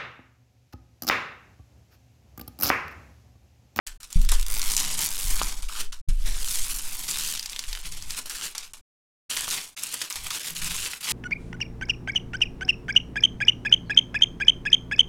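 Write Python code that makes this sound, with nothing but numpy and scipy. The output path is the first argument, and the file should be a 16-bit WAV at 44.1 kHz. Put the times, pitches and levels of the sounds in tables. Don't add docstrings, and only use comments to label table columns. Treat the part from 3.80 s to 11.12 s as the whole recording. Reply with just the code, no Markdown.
import sys
import numpy as np
from scipy import signal
from scipy.fft import rfft, irfft, next_fast_len
from scipy.io import wavfile
from scipy.ndimage import uniform_filter1d, minimum_filter1d

SR = 44100
rng = np.random.default_rng(int(sys.argv[2]) if len(sys.argv) > 2 else 0)


def log_audio(samples):
    frames = np.atleast_2d(samples).T
    limited = np.clip(frames, -1, 1)
    pcm = np.round(limited * 32767).astype(np.int16)
    wavfile.write(sys.argv[1], SR, pcm)


N = 322812
T = np.arange(N) / SR


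def undb(db):
    return 10 ** (np.asarray(db) / 20)


def unit(x):
    return x / np.sqrt(np.mean(x ** 2))


def even(x, window_s):
    power = uniform_filter1d(x ** 2, int(window_s * SR))
    floor = np.mean(x ** 2) / 1000
    return x / np.sqrt(power + floor)


def add(out, s, sound):
    i = max(int(s * SR), 0)
    out[i:i + len(sound)] += sound[:N - i]


def wander(per_s):
    step = int(SR / per_s)
    levels = rng.standard_normal(N // step + 1)
    return 1.2 * uniform_filter1d(np.repeat(levels, step)[:N], step)


def colour(x, points):
    size = next_fast_len(len(x) + 4096, True) // 2 * 2
    hz, db = np.transpose(points)
    f = np.maximum(np.arange(size // 2 + 1) * SR / size, 1)
    gain = undb(np.interp(np.log(f), np.log(hz), db))
    cepstrum = irfft(np.log(gain))
    cepstrum[1:size // 2] *= 2
    cepstrum[size // 2 + 1:] = 0
    return irfft(rfft(x, size) * np.exp(rfft(cepstrum)))[:len(x)]


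def resonate(x, hz, q):
    w = 2 * np.pi * min(hz, SR * .45) / SR
    a = np.sin(w) / (2 * q)
    return signal.lfilter([a, 0, -a], [1 + a, -2 * np.cos(w), 1 - a], x)


def sing(x, hz, q):
    return unit(resonate(resonate(x, hz, q), hz, q))


def band(x, hz, kind, order=2):
    return signal.sosfiltfilt(signal.butter(order, hz, kind, fs=SR, output="sos"), x)


def ring(modes):
    t = T[:SR]
    return sum(undb(db - 60 * t / t60) * np.sin(2 * np.pi * hz * t) for hz, db, t60 in modes)


def stroke(start, end, attack_s, release_s, growth_db=0):
    to_go = np.clip((end - T) / (end - start), 0, 1)
    onset = np.clip((T - start) / attack_s, 0, 1)
    decay = np.exp(-np.maximum(T - end, 0) / release_s)
    return onset * undb(-growth_db * to_go) * decay


def scatter(clicks, decay_s, db):
    p = np.exp(-2 / (decay_s * SR))
    energy = signal.lfilter([1 - p], [1, -p], clicks ** 2)
    return clicks + undb(db) * np.sqrt(energy) * rng.standard_normal(len(clicks))


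def disperse(x, spread_s=0.000905):
    size = next_fast_len(len(x) + 1024, True) // 2 * 2
    f = np.arange(size // 2 + 1) * SR / size
    delay_s = spread_s * np.sqrt(3000 / (f + 500))
    phase = 2 * np.pi * np.cumsum(delay_s - delay_s[-1]) * SR / size
    return irfft(rfft(x, size) * np.exp(-1j * phase))[:len(x)]


def flip(hz, q, decay_s, rattle_db):
    click = resonate(scatter(signal.unit_impulse(SR // 50), decay_s, rattle_db), hz, q)
    return click / np.sqrt(np.mean(click[:SR // 1000] ** 2))


# f/Hz, relative level/dB
FILM_SPECTRUM = [(150, -17.5), (300, -6.5), (560, -8), (800, -6.5), (1200, -6.5), (2000, -4.5), (3000, -3),
                 (7200, -4), (10500, -7.5), (14000, -15.5), (16000, -21)]
CLICK_DECAY_S = .001


def crinkle(per_s, spread_db, q=1.4, drift_db=2.5, long_share=.12, count=9):
    fires = rng.random(N) < per_s * undb(4 * wander(70)) / SR
    sizes = undb(spread_db * np.minimum(rng.exponential(size=N), 3))
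    clicks = fires * sizes * rng.choice([-1, 1], N)
    facet = (count * rng.random(N) ** .75).astype(int)
    long_crease = rng.random(N) < long_share
    spill = rng.standard_normal(N)
    out = 0
    for k, hz in enumerate(np.geomspace(1000, 14000, count)):
        strikes = clicks * np.where(long_crease, 0.46 * np.roll(spill, k), facet == k)
        ringing = unit(resonate(scatter(strikes, CLICK_DECAY_S, 0.99), hz, q))
        out = out + ringing * np.sqrt(hz) * undb(drift_db * wander(12))
    return even(colour(disperse(out), FILM_SPECTRUM), window_s=0.053)


def rustle(clicks, gains, hiss_db, body_hz, middle_db, body_db, treble_db, bend_s=0.19):
    hiss = unit(colour(rng.standard_normal(N), FILM_SPECTRUM)) * undb(5.4 * wander(60))
    sound = (clicks + undb(hiss_db) * hiss) / np.hypot(1, undb(hiss_db))
    body = band(sound, body_hz, "low", order=3)
    treble = band(sound, 8000, "high")
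    middle = sound - body - treble
    parts = [undb(middle_db) * unit(middle),
             undb(body_db) * even(body, bend_s),
             undb(treble_db) * even(treble, bend_s)]
    return np.sum(gains * parts, axis=0)


# t/s, relative level/dB
THUMPS = [(0.065, -34.5), (0.199, -39.5), (0.356, -7.5), (0.504, -16.5), (1.447, -17), (1.632, -22.5),
          (1.822, -26), (2.284, -11.5), (2.444, -17), (3.874, -25)]
# f/Hz, relative level/dB, T60 t/s
TABLE_MODES = [(26.35, 0.5, 0.73), (53, -12.5, 0.35), (79, -15.5, 0.22), (122.3, -10, 0.11),
               (170, 0.5, 0.14), (195, -3.5, 0.38)]
# f/Hz, relative level/dB
SWAY_SPECTRUM = [(7, 14), (24, 1), (42, -11), (200, -79)]
WOOD_SPECTRUM = [(35, -11.5), (55, -14), (90, 1.5), (142, -7), (163, 3), (190, -3.5), (260, -7.5),
                 (800, -39)]
# start t/s, end t/s, rumble level/dB, drone level/dB
RUBS = [(4.034, 4.316, -49, -61), (5.514, 5.722, -56.5, -80), (6.344, 6.467, -50, -56.5),
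        (6.682, 6.913, -55.5, -47), (6.798, 7.02, -48, -84)]
CONTACT_AT_0DB_S = .0068
SWAY_RISE_S, SWAY_DECAY_S, SWAY_DB = 0.049, 0.6, -14.5
RUB_ATTACK_S, RUB_RELEASE_S = 0.017, 0.06
DRONE_HZ, DRONE_Q = 165.5, 11


def table(motion, drag_db=-10, lean_db=8):
    out, sway, rumble, drone = np.zeros((4, N))
    for s, db in THUMPS:
        contact_s = CONTACT_AT_0DB_S * undb(-.3 * db)
        push = np.sin(np.pi * np.minimum(T[:SR // 20] / contact_s, 1)) ** 2
        add(out, s, -undb(db) * signal.fftconvolve(ring(TABLE_MODES), push / push.sum()))
        sway += undb(db + SWAY_DB) * stroke(s, s + SWAY_RISE_S, SWAY_RISE_S, SWAY_DECAY_S)
    for start, end, rumble_db, drone_db in RUBS:
        hand = stroke(start, end, RUB_ATTACK_S, RUB_RELEASE_S)
        rumble += undb(rumble_db) * hand
        drone += undb(drone_db) * hand
    noise = rng.standard_normal((4, N))
    out += (sway + undb(lean_db) * rumble) * unit(colour(noise[0], SWAY_SPECTRUM))
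    out += undb(drag_db) * motion * unit(colour(noise[1], WOOD_SPECTRUM)) * undb(1.5 * wander(25))
    return out + rumble * sing(noise[2], hz=47.7, q=0.64) + drone * sing(noise[3], DRONE_HZ, DRONE_Q)


# t/s, relative level/dB
BURSTS = [(0.0665, -25.5), (0.203, -34.5), (0.23, -31), (0.3033, -33.5), (0.489, -16.5), (0.5174, -14.5),
          (1.8231, -23.5), (2.122, -27.5), (2.2869, -27.5), (3.883, -25.5), (4.299, -30), (4.457, -25),
          (4.4996, -21.5), (4.547, -23), (4.75, -23), (4.777, -27), (4.827, -28.5), (4.9348, -29.5),
          (5.4988, -16), (5.567, -16), (5.966, -29), (6.216, -18), (6.301, -16.5), (6.3573, -20.5),
          (6.5048, -16)]


def bursts(front_s=0.011, decay_s=0.036, db=-9.5):
    force, t = np.zeros(N), T[:SR // 4]
    for s, peak_db in BURSTS:
        fall = (np.exp(-t / front_s) + np.exp(-t / decay_s)) / 2
        add(force, s, undb(peak_db + db) * fall)
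    return force * crinkle(per_s=3700, spread_db=4.5, count=8)


# t/s, relative level/dB, f/Hz
SNAPS = [(0.0722, -26, 8000), (0.328, -26, 7400), (0.518, -17, 8400), (0.817, -18, 5700),
         (0.901, -23, 5000), (0.9184, -18.5, 7900), (0.9664, -11, 6800), (0.978, -16, 7600),
         (1.001, -18, 6500), (1.191, -19.5, 7200), (1.216, -23, 7600), (1.2893, -22.5, 7270),
         (1.4798, -25, 7700), (1.5585, -25, 7700), (1.5962, -24, 4200), (1.6866, -31, 7350),
         (2.128, -34, 6400), (2.6856, -23, 6500), (2.987, -26, 7400), (3.3115, -20, 6870),
         (3.3866, -22, 7660), (3.575, -27, 4600), (3.595, -20.5, 4800), (3.6283, -25.5, 5470),
         (3.6594, -23.5, 5130), (3.697, -27.5, 6000), (3.7313, -27, 3440), (3.7624, -24.5, 3530),
         (3.792, -20.5, 4720), (3.839, -29.5, 3130), (3.929, -24, 4130), (3.951, -25.5, 3400),
         (3.973, -32, 3000), (4.122, -30, 6200), (4.224, -28.5, 5540), (4.3067, -22.5, 5360),
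         (4.497, -25.5, 7160), (4.7808, -21, 6240), (5.6083, -21, 8740), (5.703, -23, 5850),
         (5.7095, -20, 5900), (6.035, -18.5, 9000), (6.0683, -28, 7700), (6.126, -27, 7400),
         (6.1417, -20, 9200), (6.219, -35, 5370), (6.326, -23.5, 6100), (6.6565, -32, 4260),
         (6.845, -22, 8150), (6.909, -30, 2380), (7.0608, -24.5, 3000), (7.1338, -25, 2620)]


def snaps():
    out = np.zeros(N)
    for s, level_db, hz in SNAPS:
        add(out, s, undb(level_db) * flip(hz, q=1.9, decay_s=.003, rattle_db=0))
    return disperse(out, spread_s=.0006)


# start t/s, end t/s, relative final level/dB, growth on the way level/dB
FLEXES = [(0.316, 0.494, -49.5, -6.5), (0.556, 0.67, -46.5, -4), (1.882, 2.015, -35.5, 6),
          (2.288, 2.448, -46, 15.5), (3.588, 4.286, -46, -3), (4.03, 4.055, -34.5, 25),
          (4.291, 4.385, -34, 6.5), (4.468, 4.661, -31, 20.5), (5.495, 5.643, -34.5, 0),
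          (5.668, 5.742, -30, 3), (5.76, 5.889, -48, -17.5), (5.97, 6.248, -39, -1),
          (6.378, 6.464, -32.5, 20), (6.518, 6.635, -38.5, -3.5), (6.641, 6.69, -31.5, 3),
          (6.747, 6.783, -32, 5), (6.813, 7.072, -33, 0), (7.097, 7.144, -37.5, 0), (7.205, 7.31, -26, 13)]
FLEX_ATTACK_S, FLEX_RELEASE_S = 0.0048, 0.026
FLEX_BODY_DB, FLEX_TREBLE_DB = -10, -4
FLEX_HISS_DB = -6.5
SETTLE_DB, SETTLE_S = -37, .05


def flexing():
    middle = np.zeros(N)
    for start, end, db, growth_db in FLEXES:
        bend = stroke(start, end, FLEX_ATTACK_S, FLEX_RELEASE_S, growth_db)
        settling = undb(SETTLE_DB) * stroke(start, end, end - start, SETTLE_S)
        middle = np.maximum(middle, undb(db) * np.maximum(bend, settling))
    return np.array([middle, middle * undb(FLEX_BODY_DB), middle * undb(FLEX_TREBLE_DB)])


# start t/s, end t/s, tick rate f/Hz, relative tick level/dB, pitch f/Hz
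RATCHETS = [(0.4163, 0.482, 29.8, -29, 5200), (0.596, 0.629, 62, -26, 6300),
            (0.665, 0.702, 56, -24.5, 8000), (0.7129, 0.797, 109, -24, 7560), (0.83, 0.94, 102, -25, 6320),
            (1.2077, 1.268, 150, -21, 7450), (1.3057, 1.592, 96, -27.5, 7140),
            (2.63, 2.773, 63, -27.5, 6500), (3.044, 3.272, 94, -39, 7500), (3.359, 3.562, 78, -25, 5520)]


def ratchets(jitter_s=.0005, q=0.53, spread_db=1.0, pitch_spread=0.27):
    out = np.zeros(N)
    for start, end, per_s, db, hz in RATCHETS:
        count = int((end - start) * per_s) + 1
        for k, (late, size, pitch) in enumerate(rng.standard_normal((count, 3))):
            tick = flip(hz * np.exp(pitch_spread * pitch), q, decay_s=0.002, rattle_db=3)
            add(out, start + k / per_s + jitter_s * late, undb(db + spread_db * size) * tick)
    return out


# t/s, peak level/dB
TAPS = [(0.526, -20.5), (1.616, -8.5), (5.68, -21)]
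# f/Hz, relative level/dB, T60 t/s
EDGE_MODES = [(1170, 1.5, 0.0079), (2900, -0.5, 0.0032)]


def taps():
    out, knock = np.zeros(N), ring(EDGE_MODES)
    for s, db in TAPS:
        add(out, s, undb(db) * knock / np.abs(knock).max())
    return out


# t/s, relative level/dB
SLIDES = [
    [(0.68, -43), (0.8, -36.5), (0.91, -31), (1.0, -24.5), (1.078, -29.5), (1.238, -29.5), (1.308, -37.5),
     (1.57, -36.5), (1.614, -29.5), (1.815, -46)],
    [(2.455, -37.5), (2.677, -35.5), (2.727, -28.5), (2.757, -31.5), (3.005, -35), (3.015, -39),
     (3.263, -35.5), (3.285, -29.5), (3.585, -31.5)],
]
# t/s, body level/dB, treble level/dB, both against the middle gain
SLIDE_COLOUR = [(0.68, 0.5, 4.5), (0.94, -13.5, -2.5), (1.05, -12.5, -6), (1.44, -7, 5.5), (1.8, -7, -3.5),
                (2.459, -6, -2.5), (2.75, -14.5, 2), (3.101, -8.5, 2), (3.6, -18.5, -6)]
SLIDE_FADE_S = 0.018
SLIDE_HISS_DB = -7


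def sliding():
    level = np.zeros(N)
    for push in SLIDES:
        s, db = np.transpose(push)
        level += undb(np.interp(T, s, db, left=-np.inf, right=-np.inf))
    level = uniform_filter1d(level, int(SLIDE_FADE_S * SR))
    s, body_db, treble_db = np.transpose(SLIDE_COLOUR)
    return level * undb([np.zeros(N), np.interp(T, s, body_db), np.interp(T, s, treble_db)])


# start t/s, end t/s, relative level/dB
SQUEAKS = [(1.537, 1.646, -47.5), (1.896, 1.906, -33.5), (1.945, 1.985, -46)]
SQUEAK_HZ, SQUEAK_Q = 1260, 1.4


def squeaks(clicks, attack_s=.004, release_s=0.0085):
    force = sum(undb(db) * stroke(start, end, attack_s, release_s) for start, end, db in SQUEAKS)
    return force * even(sing(clicks, SQUEAK_HZ, SQUEAK_Q), window_s=.03)


def mirror(x, gap_s=0.000791, db=-12):
    delay_s = gap_s * np.exp(.16 * wander(7))
    reflection = np.interp(T - delay_s, T, x)
    return (x + undb(db) * reflection) / np.hypot(1, undb(db))


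ROOM_T60_S, ROOM_DB = 0.2, -7
WALL_S, WALL_DB = 0.0088, -24


def room(x, delay_s=0.0049):
    t = T[:SR // 2]
    tail = rng.standard_normal(len(t)) * np.exp(-np.log(1000) * t / ROOM_T60_S) * (t > delay_s)
    tail /= np.linalg.norm(tail)
    tail = colour(tail, [(200, 10.0), (4000, -6.0), (9000, -4.0), (16000, -32.0)])
    out = x + undb(ROOM_DB) * signal.fftconvolve(x, tail)[:N]
    add(out, WALL_S, undb(WALL_DB) * x)
    return out


def scene():
    air = undb(-66) * unit(colour(rng.standard_normal(N), [(100, -7.5), (16000, -40)]))
    clicks = crinkle(per_s=1400, spread_db=2)
    slide, flex = sliding(), flexing()
    curved = unit(clicks + undb(-4) * resonate(clicks, hz=2980, q=1.6))
    sheet = rustle(unit(clicks), slide, SLIDE_HISS_DB, body_hz=2520,
                   middle_db=-5.5, body_db=-3.4, treble_db=-4)
    sheet += rustle(curved, flex, FLEX_HISS_DB, body_hz=2070,
                    middle_db=-2.5, body_db=-2.5, treble_db=0.0)
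    sheet = mirror(sheet + bursts() + ratchets()) + snaps() + squeaks(clicks)
    motion = slide[1] + undb(-4.5) * flex[1]
    return (room(sheet) + taps() + table(motion) + air)[None]


GATE_DB = -59.5


def gate(x, window_s=0.0047, hold_s=0.0118):
    window, hold = int(window_s * SR), int(hold_s * SR)
    power = uniform_filter1d(band(x, 119, "high") ** 2, window)
    quiet = 1. * (power < undb(GATE_DB) ** 2)
    shut = minimum_filter1d(quiet, hold, origin=(hold - 1) // 2)
    return x * uniform_filter1d(1 - shut, window)


TOP_HZ = 16000


def record(dry):
    low_pass = signal.ellip(10, .2, 80, TOP_HZ, fs=SR, output="sos")
    return signal.sosfilt(low_pass, gate(dry[0]))[None]


dry = scene()
out = record(dry)
log_audio(out)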